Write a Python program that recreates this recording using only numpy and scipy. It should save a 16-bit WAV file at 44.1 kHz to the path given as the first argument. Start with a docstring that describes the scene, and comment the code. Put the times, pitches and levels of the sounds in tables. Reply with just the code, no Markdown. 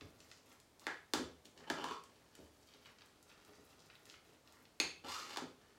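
"""Soft food squishes and ticks as a metal spoon stirs and mashes it in a hand-held ceramic bowl.
Tiny wet pockets burst with each push. Now and then the spoon knocks on the bowl or drags along
its wall, and the bowl thuds on a wooden table. The filled bowl rings only briefly: the long
tails belong to the hard-walled kitchen, as the sound crosses it to the microphone."""
import sys
import numpy as np
from scipy import signal
from scipy.fft import rfft, irfft
from scipy.io import wavfile
from scipy.ndimage import uniform_filter1d

SR = 44100
rng = np.random.default_rng(int(sys.argv[2]) if len(sys.argv) > 2 else 0)


def wav_record(signal):
    """Record a signal, one row per channel, as 16-bit PCM in the file named by sys.argv[1]."""
    frames = np.transpose(np.atleast_2d(signal))
    bounded = np.clip(frames, -1, 1)
    # unit amplitude maps onto the largest positive 16-bit level
    quanta = np.round(bounded * 32767).astype(np.int16)
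    wavfile.write(sys.argv[1], SR, quanta)


N = 255162
TIME = np.arange(N) / SR

# Table levels are relative: each function adds its own gain. A fade is the time to drop by 60 dB.
# pushes of the spoon: t/s, length/s, squish level/dB, churn level/dB, wetness (treble lift)/dB
PUSHES = [(0.0, 0.21, -76, -66, 16), (0.185, 0.23, -69.5, -75, 7), (0.449, 0.13, -65, -72.5, 5),
          (0.798, 0.093, -62, -73, 1), (1.446, 0.037, -60, -60, 14), (1.557, 0.115, -62.5, -65, -14),
          (2.03, 0.285, -72, -75.5, -2), (2.306, 0.3, -70.5, -70.5, 7), (2.583, 0.21, -69, -97, 12),
          (2.803, 0.13, -63, -72.5, 4.5), (2.992, 0.31, -75.5, -75, -1), (3.269, 0.462, -65, -75.5, -6.5),
          (3.695, 0.37, -67.5, -73, 4.5), (4.046, 0.12, -65.5, -70, 10), (4.234, 0.15, -69.5, -72, 4),
          (4.448, 0.22, -70, -74, 1), (5.586, 0.63, -72, -76, -7)]
# tone of the wet squish and of the low churn: f/Hz, level/dB
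SQUISH_TONE = [(290, -29), (500, -1), (553, -10), (1040, -5.5), (1410, -3.5), (1530, -9), (1700, -4.5),
               (2360, -7), (4770, -8.5), (8600, -18), (15500, -18.5)]
CHURN_TONE = [(20, -49), (40, -17), (75, -6), (120, -5.5), (280, -1), (450, 2), (800, -10), (1600, -15),
              (5000, -75)]

def food_squish(squish_db=-6, churn_db=-8, pivot_hz=2800, patchy_db=4.5,
                attack_s=0.012, release_s=0.036, sag_db=-2):
    """Tiny wet pockets burst in patches over a soft low churn, following the push of the spoon."""
    squish_level, churn_level = np.zeros(N), np.zeros(N)
    for start, length, squish, churn, _ in PUSHES:
        t = np.arange(0, length, 1 / SR)
        effort = np.clip(np.minimum(t / attack_s, (length - t) / release_s), 0, 1)
        effort *= amp(sag_db * t / length)  # eases off as the food gives way
        add(squish_level, start, amp(squish) * effort)
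        add(churn_level, start, amp(churn) * effort)
    starts, lengths, *_, lifts = np.transpose(PUSHES)
    wetness = np.interp(TIME, starts + lengths / 2, lifts)
    hz = np.fft.rfftfreq(N, 1 / SR)
    mash, patch_times = np.zeros(N), np.arange(0, TIME[-1], .05)
    for centre in np.geomspace(600, 13000, 9):
        band = hump(hz, centre, octaves=0.77) * amp(read(SQUISH_TONE, hz))
        pockets = irfft(rfft(grains(per_s=450, spread_db=5.5)) * band, N)
        patches = np.interp(TIME, patch_times, rng.standard_normal(len(patch_times)))
        mash += pockets * amp(patchy_db * patches + wetness * np.log10(centre / pivot_hz))
    churning = colour(grains(per_s=600, spread_db=2.5), CHURN_TONE)
    return amp(squish_db) * squish_level * unit(mash) + amp(churn_db) * churn_level * churning


# sticky food pops off the spoon: t/s, level/dB, air pocket f/Hz, top of the tear f/Hz
POPS = [(0.0099, -30, 1180, 5330), (0.204, -36, 3140, 7900), (0.3147, -31.5, 1440, 6900),
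        (0.5168, -41, 1496, 7020), (0.6011, -40.5, 3460, 10900), (0.7958, -37.5, 3800, 9200),
        (1.455, -34, 3250, 7600), (1.5766, -37.5, 2670, 7100), (2.038, -38, 3800, 9900),
        (2.353, -35.5, 1190, 11400), (2.688, -44, 2800, 5640), (2.858, -32.5, 1050, 3950),
        (2.868, -40, 2800, 6000), (2.9861, -38.5, 1980, 5630), (3.0089, -39.5, 1390, 4800),
        (3.0197, -36, 1140, 5000), (3.06, -45.5, 6700, 14000), (3.2282, -40.5, 5440, 13000),
        (3.2996, -37.5, 850, 4520), (3.4496, -42, 3000, 11900), (3.8999, -35.5, 1440, 4020),
        (3.9538, -38, 2690, 4200), (4.0552, -38, 3200, 9300), (4.0988, -31, 3440, 5700),
        (4.1405, -33.5, 1720, 3000), (4.475, -42, 2500, 5600), (4.524, -42, 2900, 11000),
        (4.6538, -39.5, 2920, 4960)]

def food_pops(level_db=-2, hollow_db=3, crackle=0.34, strands_per_s=3000):
    """Air pockets tear open and sticky strands snap: small pockets tick, big ones squelch lower."""
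    out, t = np.zeros(N), np.arange(SR // 12) / SR
    for start, db, low_hz, high_hz in POPS:
        size = 3000 / np.sqrt(low_hz * high_hz)  # bigger pockets crackle longer
        strands = rng.standard_normal(len(t)) * (rng.random(len(t)) < strands_per_s / SR)
        burst = crackle * size * strands * np.exp(-t / (0.0032 * size))
        burst[0] = 1  # the first tear
        def snap_db(hz):
            tear = -20 * np.log10(1 + (low_hz / (hz + 100)) ** 2 + (hz / high_hz) ** 6)
            return tear + hollow_db * hump(hz, 1.02 * low_hz, octaves=0.55)
        pop = signal.fftconvolve(burst, click(snap_db, lag_s=0.002004))
        add(out, start, amp(db + level_db) * pop / np.linalg.norm(pop))
    return out


# spoon hits bowl: t/s, level/dB, extra thud/dB, struck spot f/Hz, lift at that pitch/dB,
# treble edge f/Hz (higher for a harder hit), spoon ring level/dB
KNOCKS = [(0.8679, 0, -9, 1860, 11.5, 1880, -24), (1.1362, 2, 0.5, 1240, 3, 6000, -27),
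          (1.7007, -3.5, -6, 1680, 8, 4100, -35), (1.7036, -5, 7, 760, 8.5, 1680, -34),
          (1.842, -11, 1.5, 1016, 14.5, 4984, -25), (1.8862, -13, -5, 1190, 13, 2400, -25),
          (1.9118, -15.5, 4.5, 1200, 7, 2800, -12), (4.8008, -5, -1, 3620, 6, 5200, 9.5),
          (5.3606, -10, -28, 1150, 9, 2220, -7), (5.3718, -4, -8, 792, 4.5, 3770, -16)]
# tone of a knock: f/Hz, level/dB
KNOCK_TONE = [(25, -25), (50, -26), (80, -2.5), (120, -27), (165, -1.5), (220, -4.5), (330, 7), (430, 5),
              (580, -2.5), (850, -6.5), (1700, -0.5), (3000, -3.5), (6500, 0), (16000, -3.5)]
# notes of the bowl, damped by food and hand, and of the spoon bouncing clear: f/Hz, level/dB, fade/s
BOWL_NOTES = [(843, 5.5, 0.036), (953, 0.5, 0.013), (1088, -5, 0.044), (1245, -6.5, 0.17),
              (1350, -4.5, 0.015), (1636, 1.5, 0.071), (1741, -18, 0.13), (2120, -16, 0.04),
              (3060, -3, 0.018), (3530, 3.5, 0.0068), (4140, -4, 0.0053), (4610, 4.5, 0.029),
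              (4860, -3, 0.012), (5700, -8.5, 0.012), (6250, -12, 0.018), (7260, -8.5, 0.0089)]
SPOON_NOTES = [(2200, -4.5, 0.019), (2400, -1.5, 0.032), (2550, 2.5, 0.13), (2580, -0.5, 0.011),
               (4040, -5, 0.052), (4390, 2, 0.011), (4500, -22, .09), (6450, 3, 0.051), (6500, 3, 0.023),
               (6800, -15, .04), (9170, 0.5, 0.022)]

def spoon_knocks(level_db=-4, spoon_db=4, thud_hz=447, fall_db_per_decade=29.5):
    """Each hit thuds through the table and sets bowl and spoon ringing; harder hits are brighter."""
    out = np.zeros(N)
    bowl, spoon = ringing(BOWL_NOTES, click_gain=0.45), ringing(SPOON_NOTES, click_gain=0)
    for start, db, thud_db, spot_hz, spot_db, edge_hz, ring_db in KNOCKS:
        def contact_db(hz):
            thud = thud_db / (1 + (hz / thud_hz) ** 4)
            spot = spot_db * hump(hz, spot_hz, octaves=0.45)
            treble_loss = fall_db_per_decade * np.log10(np.hypot(1, hz / edge_hz))
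            return read(KNOCK_TONE, hz) + thud + spot - treble_loss
        blow = click(contact_db, lag_s=0.003213)
        ring = bowl + amp(ring_db + spoon_db) * spoon
        add(out, start, amp(db + level_db) * signal.fftconvolve(blow, ring))
    return out


# drags along the bowl, one list a stroke: t/s, wall level/dB, grit level/dB, whine f/Hz, whine level/dB
SCRAPES = [
    [(1.662, -56.5, -66, 820, -60), (1.799, -46.5, -59.5, 940, -66), (1.847, -52, -61, 1130, -53.5),
     (1.915, -48.5, -58, 1154, -47), (1.96, -80, -58, 1130, -82)],
    [(5.035, -50.5, -63, 780, -64), (5.07, -50.5, -52.5, 868, -62), (5.14, -74, -46, 1305, -45),
     (5.189, -57.5, -49.5, 1260, -50), (5.215, -62.5, -52.5, 1200, -64), (5.355, -62.5, -56, 1100, -78)],
]
# tone of the rubbed wall and of the gritty treble: f/Hz, level/dB
WALL_TONE = [(60, -17), (200, -3.5), (350, 7.5), (600, 4), (900, -8.5), (1350, 4), (1800, -9), (3000, -5),
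             (6000, -44), (15000, -52)]
GRIT_TONE = [(300, -17.5), (1500, -2), (2100, 6.5), (2800, 6), (3400, -4), (4600, 2.5), (6300, 1.5),
             (8000, -3), (9500, -7.5), (12500, -7.5), (16000, -18)]

def spoon_scrapes(wall_db=-7, grit_db=-5, whine_db=-9, width_hz=300, judder_db=2, judder_per_s=90):
    """The spoon sticks and slips, shaking the wall, with grit and a gliding whine where it touches."""
    out = np.zeros(N)
    pole = np.exp(-np.pi * width_hz / SR)
    for stroke in SCRAPES:
        times, *controls = np.transpose(stroke)
        pressure, roughness, whine_hz, swell = (np.interp(TIME, times, c) for c in controls)
        contact = np.clip(np.minimum(TIME - times[0], times[-1] - TIME) / .012, 0, 1)
        catches = np.interp(TIME * judder_per_s, np.arange(SR // 10), rng.standard_normal(SR // 10))
        slips = grains(per_s=2000, spread_db=4.0) * amp(judder_db * catches)
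        # keep a narrow band of the slips that follows the whine's pitch
        turn = np.exp(2j * np.pi * np.cumsum(whine_hz) / SR)
        band = turn * signal.lfilter([1], np.poly([pole, pole]), slips / turn)
        whine = amp(whine_db + swell) * unit(band.real)
        wall = amp(wall_db + pressure) * colour(slips, WALL_TONE)
        grit = amp(grit_db + roughness) * colour(slips, GRIT_TONE)
        out += contact * (wall + whine + grit)
    return through(out, ringing(BOWL_NOTES, click_gain=0.41))


# the bowl bumps the table: t/s, level/dB, table boom level/dB
BUMPS = [(0.015, -43.5, 17), (0.203, -53, -11), (1.152, -35.5, -25), (1.194, -30, -8), (1.467, -60, 14),
         (2.388, -42, -5), (2.746, -50, -29), (3.482, -47.5, -26), (3.58, -46, -25), (4.272, -56, -26),
         (5.042, -44, 8), (5.419, -34.5, -15)]
# tone of a bump: f/Hz, level/dB
BUMP_TONE = [(30, -38), (75, -2), (120, -8.5), (260, 7.5), (420, 7.5), (650, 1.5), (1500, -20), (5000, -73)]

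def bowl_bumps(level_db=16, boom_db=10, boom_hz=78, boom_fade_s=0.13, rock_s=0.00913, rock_db=-4):
    """The bowl's foot rocks to rest in three dull pushes that set the table top booming."""
    out = np.zeros(N)
    thud = click(lambda hz: read(BUMP_TONE, hz), lag_s=0.00298)
    for start, db, boom in BUMPS:
        push = signal.fftconvolve(thud, ringing([(boom_hz, boom + boom_db, boom_fade_s)]))
        for k in range(3):
            delay = k * rock_s * rng.uniform(0.738, 1.325)
            add(out, start + delay, amp(db + level_db + k * rock_db) * push)
    return out


# how long the room's tail lasts: f/Hz, fade/s
TAIL_FADE = [(100, 0.33), (400, 0.35), (1000, 0.31), (2800, 0.4), (7000, 0.31), (14000, 0.26)]
# its strength against the direct sound: f/Hz, level/dB
TAIL_TONE = [(100, 12.5), (350, 5), (800, 5.5), (1700, 4.5), (4000, 1), (7000, 3.5), (12000, -3.5)]

def room_tail(onset_s=0.0022):
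    """Countless wall echoes blur into a tail in which each pitch dies at its own pace."""
    hz, t, bands = signal.stft(rng.choice([-1., 1.], SR), nperseg=256, fs=SR)
    bands *= np.exp(-np.log(1000) * t / read(TAIL_FADE, hz)[:, None])
    onset = 1 - np.exp(-(TIME[:SR] / onset_s) ** 2)
    spectrum = rfft(signal.istft(bands, nperseg=256)[1][:SR] * onset)
    spectrum /= np.sqrt(uniform_filter1d(abs(spectrum) ** 2, size=45))  # even out the tone
    spectrum *= amp(read(TAIL_TONE, np.arange(len(spectrum))))
    return irfft(spectrum)[:SR * 3 // 4]


# low notes that ring between the walls: f/Hz, level/dB, fade/s
ROOM_NOTES = [(75.9, 16, 1), (165.7, 19, 0.69), (254.6, 14.7, 0.15), (307.6, 16.1, 0.32), (370, 6.7, 0.45),
              (414, 16, 0.42), (490, 8, 0.96)]
# echoes from nearby surfaces: t/s, gain
ECHOES = [(.0007, 0.44), (.0016, 0.71), (.0024, 0.15), (.0041, 0.092), (.0078, 0.11), (0.014, 0.16)]

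def kitchen(x, notes_db=-2, echo_db=-1, blends=3):
    """The room adds its low notes, plus echoes and a tail that shift as bowl and arm move."""
    out = x + amp(notes_db) * through(x, ringing(ROOM_NOTES, click_gain=0))
    for k in range(blends):
        response = room_tail()
        for delay, gain in ECHOES:
            add(response, delay * rng.uniform(.8, 1.2), np.array([gain * amp(echo_db)]))
        share = np.cos(np.pi * (TIME / 2 + k / blends)) * np.sqrt(2 / blends)
        out += through(x * share, response)
    return out


# tone of the quiet room: f/Hz, level/dB
AIR_TONE = [(15, -14), (25, -11), (91, -4.5), (174, -9), (255, -6.5), (500, -9), (881, -12.5), (1180, -15),
            (1870, -19.5), (2260, -18.5), (2460, -21), (3680, -21), (4450, -21), (7630, -24.5),
            (15800, -33)]

def room_air(level_db=-69.5):
    """Steady faint hiss and hum of the room."""
    return amp(level_db) * colour(rng.standard_normal(N), AIR_TONE)


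def amp(db):
    """Turns decibels into a gain."""
    return 10 ** (np.asarray(db) / 20)


def unit(x):
    """Scales a sound to an average strength (rms) of 1."""
    return x / np.sqrt(np.mean(x ** 2) + 1e-20)


def read(points, hz):
    """Reads between (f/Hz, value) points, spaced by pitch."""
    f, value = np.transpose(points)
    return np.interp(np.log(hz + 1), np.log(f + 1), value)


def hump(hz, centre_hz, octaves):
    """A smooth hill of height 1 around one pitch."""
    return np.exp(-(np.log2((hz + 1) / centre_hz) / octaves) ** 2)


def add(mix, start_s, sound):
    """Lays a sound into the mix."""
    part = mix[max(round(start_s * SR), 0):][:len(sound)]
    part += sound[:len(part)]


def colour(x, tone):
    """Gives a long sound a tone, at strength 1."""
    return unit(irfft(rfft(x) * amp(read(tone, np.fft.rfftfreq(N, 1 / SR))), N))


def click(db_at, lag_s, size=4096):
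    """A click with the tone db_at(hz); bending waves bring the bass up to lag_s later."""
    hz = np.fft.rfftfreq(size, 1 / SR)
    log_gain = np.log(amp(db_at(hz)))
    phase = -signal.hilbert(np.r_[log_gain, log_gain[-2:0:-1]]).imag[:len(hz)]  # a sharp start
    delay = lag_s / (1 + (hz / 700) ** 2)
    phase -= 2 * np.pi * np.cumsum(delay) * SR / size
    return irfft(np.exp(log_gain + 1j * phase))


def ringing(notes, click_gain=1):
    """What a tap sets off: a bare click plus dying notes."""
    t = np.arange(SR // 2) / SR
    out = np.zeros(len(t))
    for hz, db, fade_s in notes:
        decay = np.log(1000) / fade_s
        out += amp(db) * 2 * decay / SR * np.exp(-decay * t) * np.cos(2 * np.pi * hz * t)
    out[0] += click_gain
    return out


def through(x, response):
    """Plays a sound through an object or room, given its response to a tap."""
    return signal.oaconvolve(x, response)[:N]


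def grains(per_s, spread_db):
    """Random tiny clicks of uneven size, at strength 1."""
    size = amp(spread_db * np.minimum(rng.exponential(1, N), 4))
    return unit(size * rng.choice([-1, 1], N) * (rng.random(N) < per_s / SR))


def scene():
    """Spoon, bowl and food in the kitchen, the same in both ears."""
    stirring = spoon_knocks() + spoon_scrapes() + bowl_bumps() + food_pops() + food_squish()
    mono = kitchen(stirring) + room_air()
    return np.array([mono, mono])


def record(dry, bass_hz=42, top_hz=15950):
    """The microphone loses the deepest bass, then the highest treble is cut."""
    lean = signal.sosfilt(signal.butter(2, bass_hz, "high", fs=SR, output="sos"), dry)
    treble_cut = signal.firwin(511, top_hz, window=("kaiser", 9), fs=SR)
    return signal.oaconvolve(lean, treble_cut[None], "same")


dry = scene()
out = record(dry)
wav_record(out)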